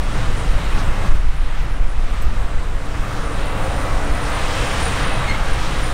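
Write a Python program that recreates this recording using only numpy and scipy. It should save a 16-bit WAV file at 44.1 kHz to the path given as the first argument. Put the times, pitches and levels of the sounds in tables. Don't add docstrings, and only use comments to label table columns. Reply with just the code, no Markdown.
import sys
import numpy as np
from scipy import signal
from scipy.fft import rfft, irfft, next_fast_len
from scipy.io import wavfile
from scipy.ndimage import uniform_filter1d

SR = 44100
rng = np.random.default_rng(int(sys.argv[2]) if len(sys.argv) > 2 else 0)


def unload_audio(sound):
    columns = np.transpose(np.atleast_2d(sound))
    steps = np.round(np.clip(columns, -1, 1) * 32767)
    wavfile.write(sys.argv[1], SR, steps.astype(np.int16))


N = 261513


def undb(db):
    return 10 ** (np.asarray(db) / 20)


def level(x, db):
    return x * undb(db) / np.sqrt(np.mean(x ** 2))


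def curves(table):
    s, *columns = np.transpose(table)
    return [np.interp(np.arange(N) / SR, s, column) for column in columns]


def walk(rate):
    hold = int(SR / rate)
    steps = np.repeat(rng.standard_normal(N // hold + 1), hold)
    return 1.3 * uniform_filter1d(uniform_filter1d(steps, hold), hold)[:N]


def coloured(points):
    size = next_fast_len(N)
    hz = np.maximum(np.fft.rfftfreq(size, 1 / SR), 1)
    point_hz, point_db = np.array(points).T
    db = np.interp(np.log(hz), np.log(point_hz), point_db)
    return hz, rfft(rng.standard_normal(size)) * undb(db)


def noise(points):
    return irfft(coloured(points)[1])[:N]


def tone(hz):
    return 2 * np.pi * np.cumsum(hz) / SR


def bumps(rows):
    t = np.arange(N) / SR
    return sum(undb(db) * np.exp(-((t - s) / (length / 2)) ** 2) for s, db, length in rows)


# closest
# moment in seconds, # half-width in seconds, then peak level in dB of rumble, roar, drive noise, rattle, hiss
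PASSES = [(3.15, 0.26, -34.5, -60, -35.5, -47, -48, -62), (3.65, 0.22, -38, -28.5, -35.5, -42.5, -54, -60),
          (4.1, 0.47, -35, -31, -32, -48, -47.5, -59), (4.5, 0.22, -37.5, -30.5, -29.5, -30, -36.5, -54.5),
          (4.82, 0.16, -37, -31.5, -37, -31.5, -36, -56), (5.15, 0.33, -33.5, -33, -27, -31.5, -40.5, -58),
          (5.7, 0.28, -40, -35.5, -33, -32.5, -38, -57)]
FALL_OFF = 1.57
# time in seconds, level in dB, extra level of the bass in dB, extra level of the treble in dB.
HARVESTERS = [(0, -33.5, -2, -2), (0.2, -32.5, 1, 1.5), (0.6, -34.5, 3, 1.5), (0.7, -33, -0.5, 3.5),
              (0.76, -29.5, -1, -2), (0.83, -32.5, 0.5, 1.5), (0.98, -34, 1, 1), (1.06, -32.5, 2.5, -1.5),
              (1.13, -34.5, -1.5, 1.5), (1.22, -38.5, -1, -1), (1.35, -37.5, -7, -0.5),
              (1.58, -36, -5.5, -1), (1.7, -38, 3, -2.5), (1.95, -39.5, 1.5, -0.5), (2.16, -37, 1.5, 1),
              (2.8, -39, 1, -0.5), (3.05, -37, 2, 0), (3.5, -36.5, 1, 3), (5.93, -34.5, 3.5, -4)]
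HARVESTER_RANGES_DB = (1.5, -0.5, 1, -2.5, -10, -26.5)
BASS_SHARE = (0.7, 0.72, 0.19, 0.025, 0.24, 0.23)
TREBLE_SHARE = (0.13, 0.03, 0, 0.28, 0.82, 0.17)


def range_levels():
    t = np.arange(N) / SR
    db, bass_db, treble_db = curves(HARVESTERS)
    far_db = db + np.array(HARVESTER_RANGES_DB)[:, None]
    far_db = far_db + np.outer(BASS_SHARE, bass_db) + np.outer(TREBLE_SHARE, treble_db)
    power = undb(far_db) ** 2
    for s, half, *part_db in PASSES:
        distance_squared = 1 + ((t - s) / half) ** 2
        power = power + undb(part_db)[:, None] ** 2 / distance_squared ** FALL_OFF
    return 10 * np.log10(power)


# frequency in Hz, relative density in dB.
WASH_COLOUR = [(60, 12.5), (120, 9), (250, -2), (310, -0.5), (370, -4.5), (520, 1), (610, -4), (720, 0),
               (1250, 3), (2100, -3.5), (2400, -6), (3200, -9), (3620, -12), (3850, -10.5), (4000, -13),
               (4700, -19), (6500, -23.5), (9100, -23), (10000, -30), (15500, -36.5)]
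RANGES_HZ = ((130, 400), (400, 900), (900, 2000), (2000, 4500), (4500, 8800), (10000, 12300))


def wash(range_db, surge_db=0.41, flicker_db=1.22, sway_db=.5):
    hz, spectrum = coloured(WASH_COLOUR)
    gain_db = []
    for db, (low, high) in zip(range_db, RANGES_HZ):
        plain = irfft(spectrum * ((hz > low) & (hz < high)))
        gain_db.append(db - 20 * np.log10(plain.std()))
    knots = (np.log(RANGES_HZ) + [.15, -.15]).clip(None, np.log(11000)).ravel()
    out, surge = 0, walk(11)
    for centre in 44 * 2 ** np.arange(0, 9, .5):
        window = np.clip(1 - 2 * np.abs(np.log2(hz / centre)), 0, 1)
        band = irfft(spectrum * window)[:N]
        shares = [np.interp(np.log(centre), knots, np.repeat(row, 2)) for row in np.eye(len(RANGES_HZ))]
        bright = min(centre / 5000, 1)
        db = sum(share * gain for share, gain in zip(shares, gain_db) if share)
        db = db + surge_db * surge + sway_db * walk(15) + bright * flicker_db * walk(12)
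        out = out + band * undb(db)
    return out


CYCLE_HZ = 21.76
CYLINDER_DB = (5.5, -29.5, -2, -18, 3, -4)
# frequency in Hz, width in Hz, relative level in dB.
EXHAUST = [(65, 27, -25), (109, 27, 16.5), (168, 30, -25)]


def engine(scatter_db=6.0, drift=.004):
    count = np.cumsum(6 * CYCLE_HZ * (1 + drift * walk(2))) / SR
    at = np.flatnonzero(np.diff(np.floor(count)))
    pulses = np.zeros(N)
    pulses[at] = undb(np.resize(CYLINDER_DB, len(at)) + scatter_db * rng.standard_normal(len(at)))
    pipe = 0
    for hz, width, db in EXHAUST:
        pipe = pipe + undb(db) * signal.lfilter(*signal.iirpeak(hz, hz / width, fs=SR), pulses)
    return level(pipe, 0)


# pitch in Hz, level in dB against the roar, waver in Hz.
TONES = [(549, -17, 14), (586, -17.5, 5.58), (652, -17, 6.07), (1145, -16, 13.97), (1299, -17.5, 13.95),
         (1647, -31, 9.3), (2560, -22, 7.9)]


def drive_tones():
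    out = 0
    for hz, db, waver in TONES:
        fading = np.sqrt(2) * undb(db + 4 * walk(16))
        out = out + fading * np.sin(tone(hz + waver * walk(30)))
    return out


HUM_HZ = 290.8
# time in seconds, level in dB.
HUM = [(0.0, -42), (0.4, -47), (1.6, -52), (2.4, -55), (3.6, -36), (4.0, -39.5), (4.4, -46.5), (4.8, -36.5),
       (5.93, -56)]


def hum(waver_hz=3., fade_db=4.):
    fading = undb(curves(HUM)[0] + fade_db * walk(18))
    return np.sqrt(2) * fading * np.sin(tone(HUM_HZ + waver_hz * walk(21.99)))


# time in seconds, pitch in Hz, level in dB.
WHISTLE = [(0, 9350, -51.5), (1, 9355, -53), (1.2, 9365, -60), (1.5, 9380, -57), (1.9, 9390, -57),
           (2.4, 9350, -59), (2.9, 9310, -55), (3.35, 9280, -47), (3.8, 9280, -46.5), (4.1, 9340, -49),
           (4.38, 9290, -41.5), (4.5, 9275, -48), (4.62, 9275, -39), (4.74, 9270, -42), (4.88, 9262, -37),
           (4.94, 9260, -43), (5.12, 9270, -40), (5.3, 9270, -53), (5.55, 9270, -44), (5.7, 9245, -50),
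           (5.93, 9240, -41)]
# time in seconds, depth as a factor.
THROB = [(0, .3), (2.8, .3), (3.3, .7), (5.93, .7)]


def whistle(fade_db=3., waver_hz=12, flutter_db=1.5):
    (hz, db), (depth,) = curves(WHISTLE), curves(THROB)
    crank = tone(2 * CYCLE_HZ * (1 + .06 * walk(15)))
    once, twice = .6 * undb(2 * walk(14)), .75 * undb(2.5 * walk(14))
    throb = 1 + depth * (once * np.cos(crank) + twice * np.cos(2 * crank + walk(19)))
    sway = 0.53 * walk(8.8) * np.sin(crank)
    air = undb(fade_db * walk(40) + flutter_db * walk(14))
    carrier = np.sin(tone(hz + waver_hz * walk(70)) + sway)
    return level(throb * air * carrier, 0) * undb(db)


# time in seconds, pitch in Hz, level in dB.
WHINE = [(3.3, 2060, -56), (3.5, 2030, -40.5), (3.65, 2030, -58), (3.8, 2020, -40), (4.0, 1965, -45),
         (4.12, 1974, -39.5), (4.6, 2000, -55), (5.2, 2010, -38), (5.27, 2090, -41)]


def whine():
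    hz, db = curves([(3.2, 2030, -90)] + WHINE + [(5.3, 2060, -90)])
    return np.sqrt(2) * undb(db) * np.sin(tone(hz + 4 * walk(29.9)))


def chatter(count=140, low_hz=453.0, high_hz=2799.0, spread_db=2.0):
    out = np.zeros(N + SR)
    for when, pitch, span, bend, size in rng.random((count, 5)):
        n = int(SR * (0.055 + 0.22 * span))
        glide = 1 + 0.035 * (bend - .5) * np.linspace(-1, 1, n)
        hz = low_hz * (high_hz / low_hz) ** pitch * glide
        gain = undb(2 * spread_db * size - 6 * pitch)
        out[int(when * N):][:n] += gain * np.hanning(n) * np.sin(tone(hz))
    return level(out[:N], 0)


# middle in seconds, peak level in dB,
# length in seconds, centre in Hz, width in Hz.
SINGING = [(0.45, -54, .2, 3900, 150), (0.68, -51, .35, 3900, 200), (0.75, -41, .3, 1340, 150),
           (0.97, -43, .35, 2100, 90), (0.1, -50, .5, 3400, 400), (1.59, -44, .12, 2300, 900),
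           (1.7, -52, .8, 2030, 100), (2.6, -51, .8, 2030, 100), (2.2, -46, 0.58, 1210, 200),
           (3.25, -39.5, .6, 1177, 200), (3.4, -54, .8, 3790, 150), (3.3, -51, .8, 2590, 150),
           (4.5, -43, .3, 2550, 200), (4.65, -42, .5, 3100, 500), (4.6, -46, .5, 3550, 400)]


def singing():
    out = 0
    for s, db, length, hz, width in SINGING:
        skirts = [(hz - width, -40), (hz - width / 2, -6), (hz, 0), (hz + width / 2, -6), (hz + width, -40)]
        band = signal.lfilter(*signal.iirpeak(hz, hz / width, fs=SR), noise(skirts))
        out = out + level(band, 0) * bumps([(s, db, length)])
    return out


# middle in seconds, pitch in Hz, peak level in dB, length in seconds.
SQUEAK = [(5.280, 2140, -33, .008), (5.289, 2165, -30, .009), (5.300, 2120, -25, .010),
          (5.313, 2145, -25, .009), (5.324, 2150, -33, .007), (5.349, 2140, -30, .010)]
SQUEAK_ORDERS_DB = (5, -2.5, -13, -15)
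OVERTONE_PEAK_S, OVERTONE_SINK_DB_PER_S = 5.298, 250


def squeak(jitter_hz=10, slip_db=1.2):
    phase = tone(curves(SQUEAK)[0] + jitter_hz * walk(300))
    slips = bumps([(s, db, length) for s, _, db, length in SQUEAK])
    dull_db = -OVERTONE_SINK_DB_PER_S * np.abs(np.arange(N) / SR - OVERTONE_PEAK_S)
    out = 0
    for k, order_db in enumerate(SQUEAK_ORDERS_DB):
        db = order_db + (k > 0) * dull_db + slip_db * walk(200)
        out = out + np.sqrt(2) * undb(db) * np.sin((k + 1) * phase)
    return slips * out


# start in seconds, strength in dB.
CLINKS = [(2.216, -47), (2.222, -44), (4.299, -50)]
# pitch in Hz, level in dB against the knock, time to fall 60 dB in seconds.
CLINK_MODES = [(7970, 1, 0.085), (9650, 6, .025), (12000, 1, .09), (13600, -10, .05), (15340, -6, .1)]


def clinks():
    t = np.arange(SR // 5) / SR
    ring = sum(undb(db - 60 * t / t60) * np.sin(2 * np.pi * hz * t) for hz, db, t60 in CLINK_MODES)
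    blows = np.zeros(N)
    for s, db in CLINKS:
        blows[int(s * SR)] = undb(db)
    return signal.fftconvolve(blows, ring)[:N]


# middle in seconds, peak level in dB, length in seconds.
SWISHES = [(0.792, -36.5, .06), (1.072, -43, 0.055), (1.59, -45.5, 0.078), (2.99, -52, .06),
           (4.27, -40, .06), (4.85, -41, 0.1), (5.66, -39, 0.049)]
# frequency in Hz, relative density in dB.
SWISH_COLOUR = [(1500, -30), (3000, 7), (6500, 3), (9000, -23), (14000, -30)]


def swishes():
    return level(noise(SWISH_COLOUR), 0) * bumps(SWISHES)


# time in seconds, level in dB.
FIZZ = [(0, -68), (.4, -68), (.55, -59), (1.3, -71), (4.2, -65), (4.36, -68), (4.6, -70.5), (5.6, -62),
        (5.93, -62)]
# frequency in Hz, relative density in dB.
FIZZ_COLOUR = [(12300, -60), (12500, 0), (12750, 0), (12950, -60)]


def fizz(patchy_db=4.):
    patches = noise(FIZZ_COLOUR) * undb(patchy_db * walk(29.9))
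    return level(patches, 0) * undb(curves(FIZZ)[0])


# time in seconds, level in dB before the sway.
WIND = [(0, -16), (1.0, -18), (1.3, -15.5), (2.3, -13), (3.0, -21.5), (4.0, -20), (5.0, -18), (5.93, -17)]
# frequency in Hz, relative density in dB.
WIND_COLOUR = [(2, -2.5), (6, 1.5), (16, 4.5), (27, -1), (45, -6.5), (86, -27.5), (150, -32.5), (300, -78)]
# middle in seconds, peak level in dB, length in seconds.
GUSTS = [(0.04, -17, 0.15), (0.23, -11, 0.064), (0.32, -8.5, .05), (0.49, -3.5, 0.037), (0.565, -7, 0.029),
         (0.74, -10, 0.15), (0.89, -11, 0.11), (1.13, -2.5, 0.16), (1.27, -5, 0.061), (1.35, -9, 0.057),
         (1.42, -10.5, 0.12), (1.62, -8, 0.057), (1.84, -7, 0.12), (1.99, -8.5, 0.089), (2.12, -17, 0.088),
         (2.27, -6, 0.073), (2.43, -10, 0.088), (2.57, -10, 0.077), (2.76, -8, 0.032), (2.825, -15, 0.027),
         (3.01, -11.5, 0.04), (3.2, -16.5, 0.044), (3.43, -13, 0.11), (3.64, -17.5, 0.11), (3.81, -13, .07),
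         (3.95, -12, 0.093), (4.13, -10, 0.08), (4.44, -16, 0.06), (5.09, -8.5, 0.055), (5.3, -7, 0.021),
         (5.43, -11, .07), (5.53, -11, .04)]
GUST_DEEPENS = .1
GUST_CEILING = 1.25


def wind(even=0.8, gusty_db=2., heard_hz=20):
    hz, spectrum = coloured(WIND_COLOUR)
    parts = []
    for part in (hz < heard_hz, hz >= heard_hz):
        thud = irfft(spectrum * part)[:N]
        swell = uniform_filter1d(thud ** 2, size=SR // 12) / np.mean(thud ** 2)
        parts.append(thud / swell ** (even / 2))
    drift, thuds = parts
    buffet = undb(curves(WIND)[0] + gusty_db * walk(22))
    force = np.hypot(buffet, bumps(GUSTS))
    deeper = (force / undb(-15)) ** GUST_DEEPENS
    pressure = (drift * deeper + thuds / deeper) * force / np.std(drift + thuds)
    return GUST_CEILING * np.tanh(pressure / GUST_CEILING)


def scene():
    ranges = range_levels()
    rumble_db, roar_db, drive_db = ranges[:3]
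    machines = wash(ranges) + undb(rumble_db - 10.0) * engine()
    machines = machines + undb(roar_db) * drive_tones() + undb(drive_db - 9.0) * chatter()
    tones = hum() + whistle() + whine() + squeak() + clinks()
    noises = singing() + swishes() + fizz()
    return (machines + tones + noises + wind())[None]


TOP_HZ = 15720


def record(dry):
    dry = signal.sosfilt(signal.butter(1, 2, "high", fs=SR, output="sos"), dry)
    rounded = np.tanh(0.66 * dry) / 0.75
    return signal.sosfilt(signal.ellip(16, .2, 90, TOP_HZ, fs=SR, output="sos"), rounded)


dry = scene()
out = record(dry)
unload_audio(out)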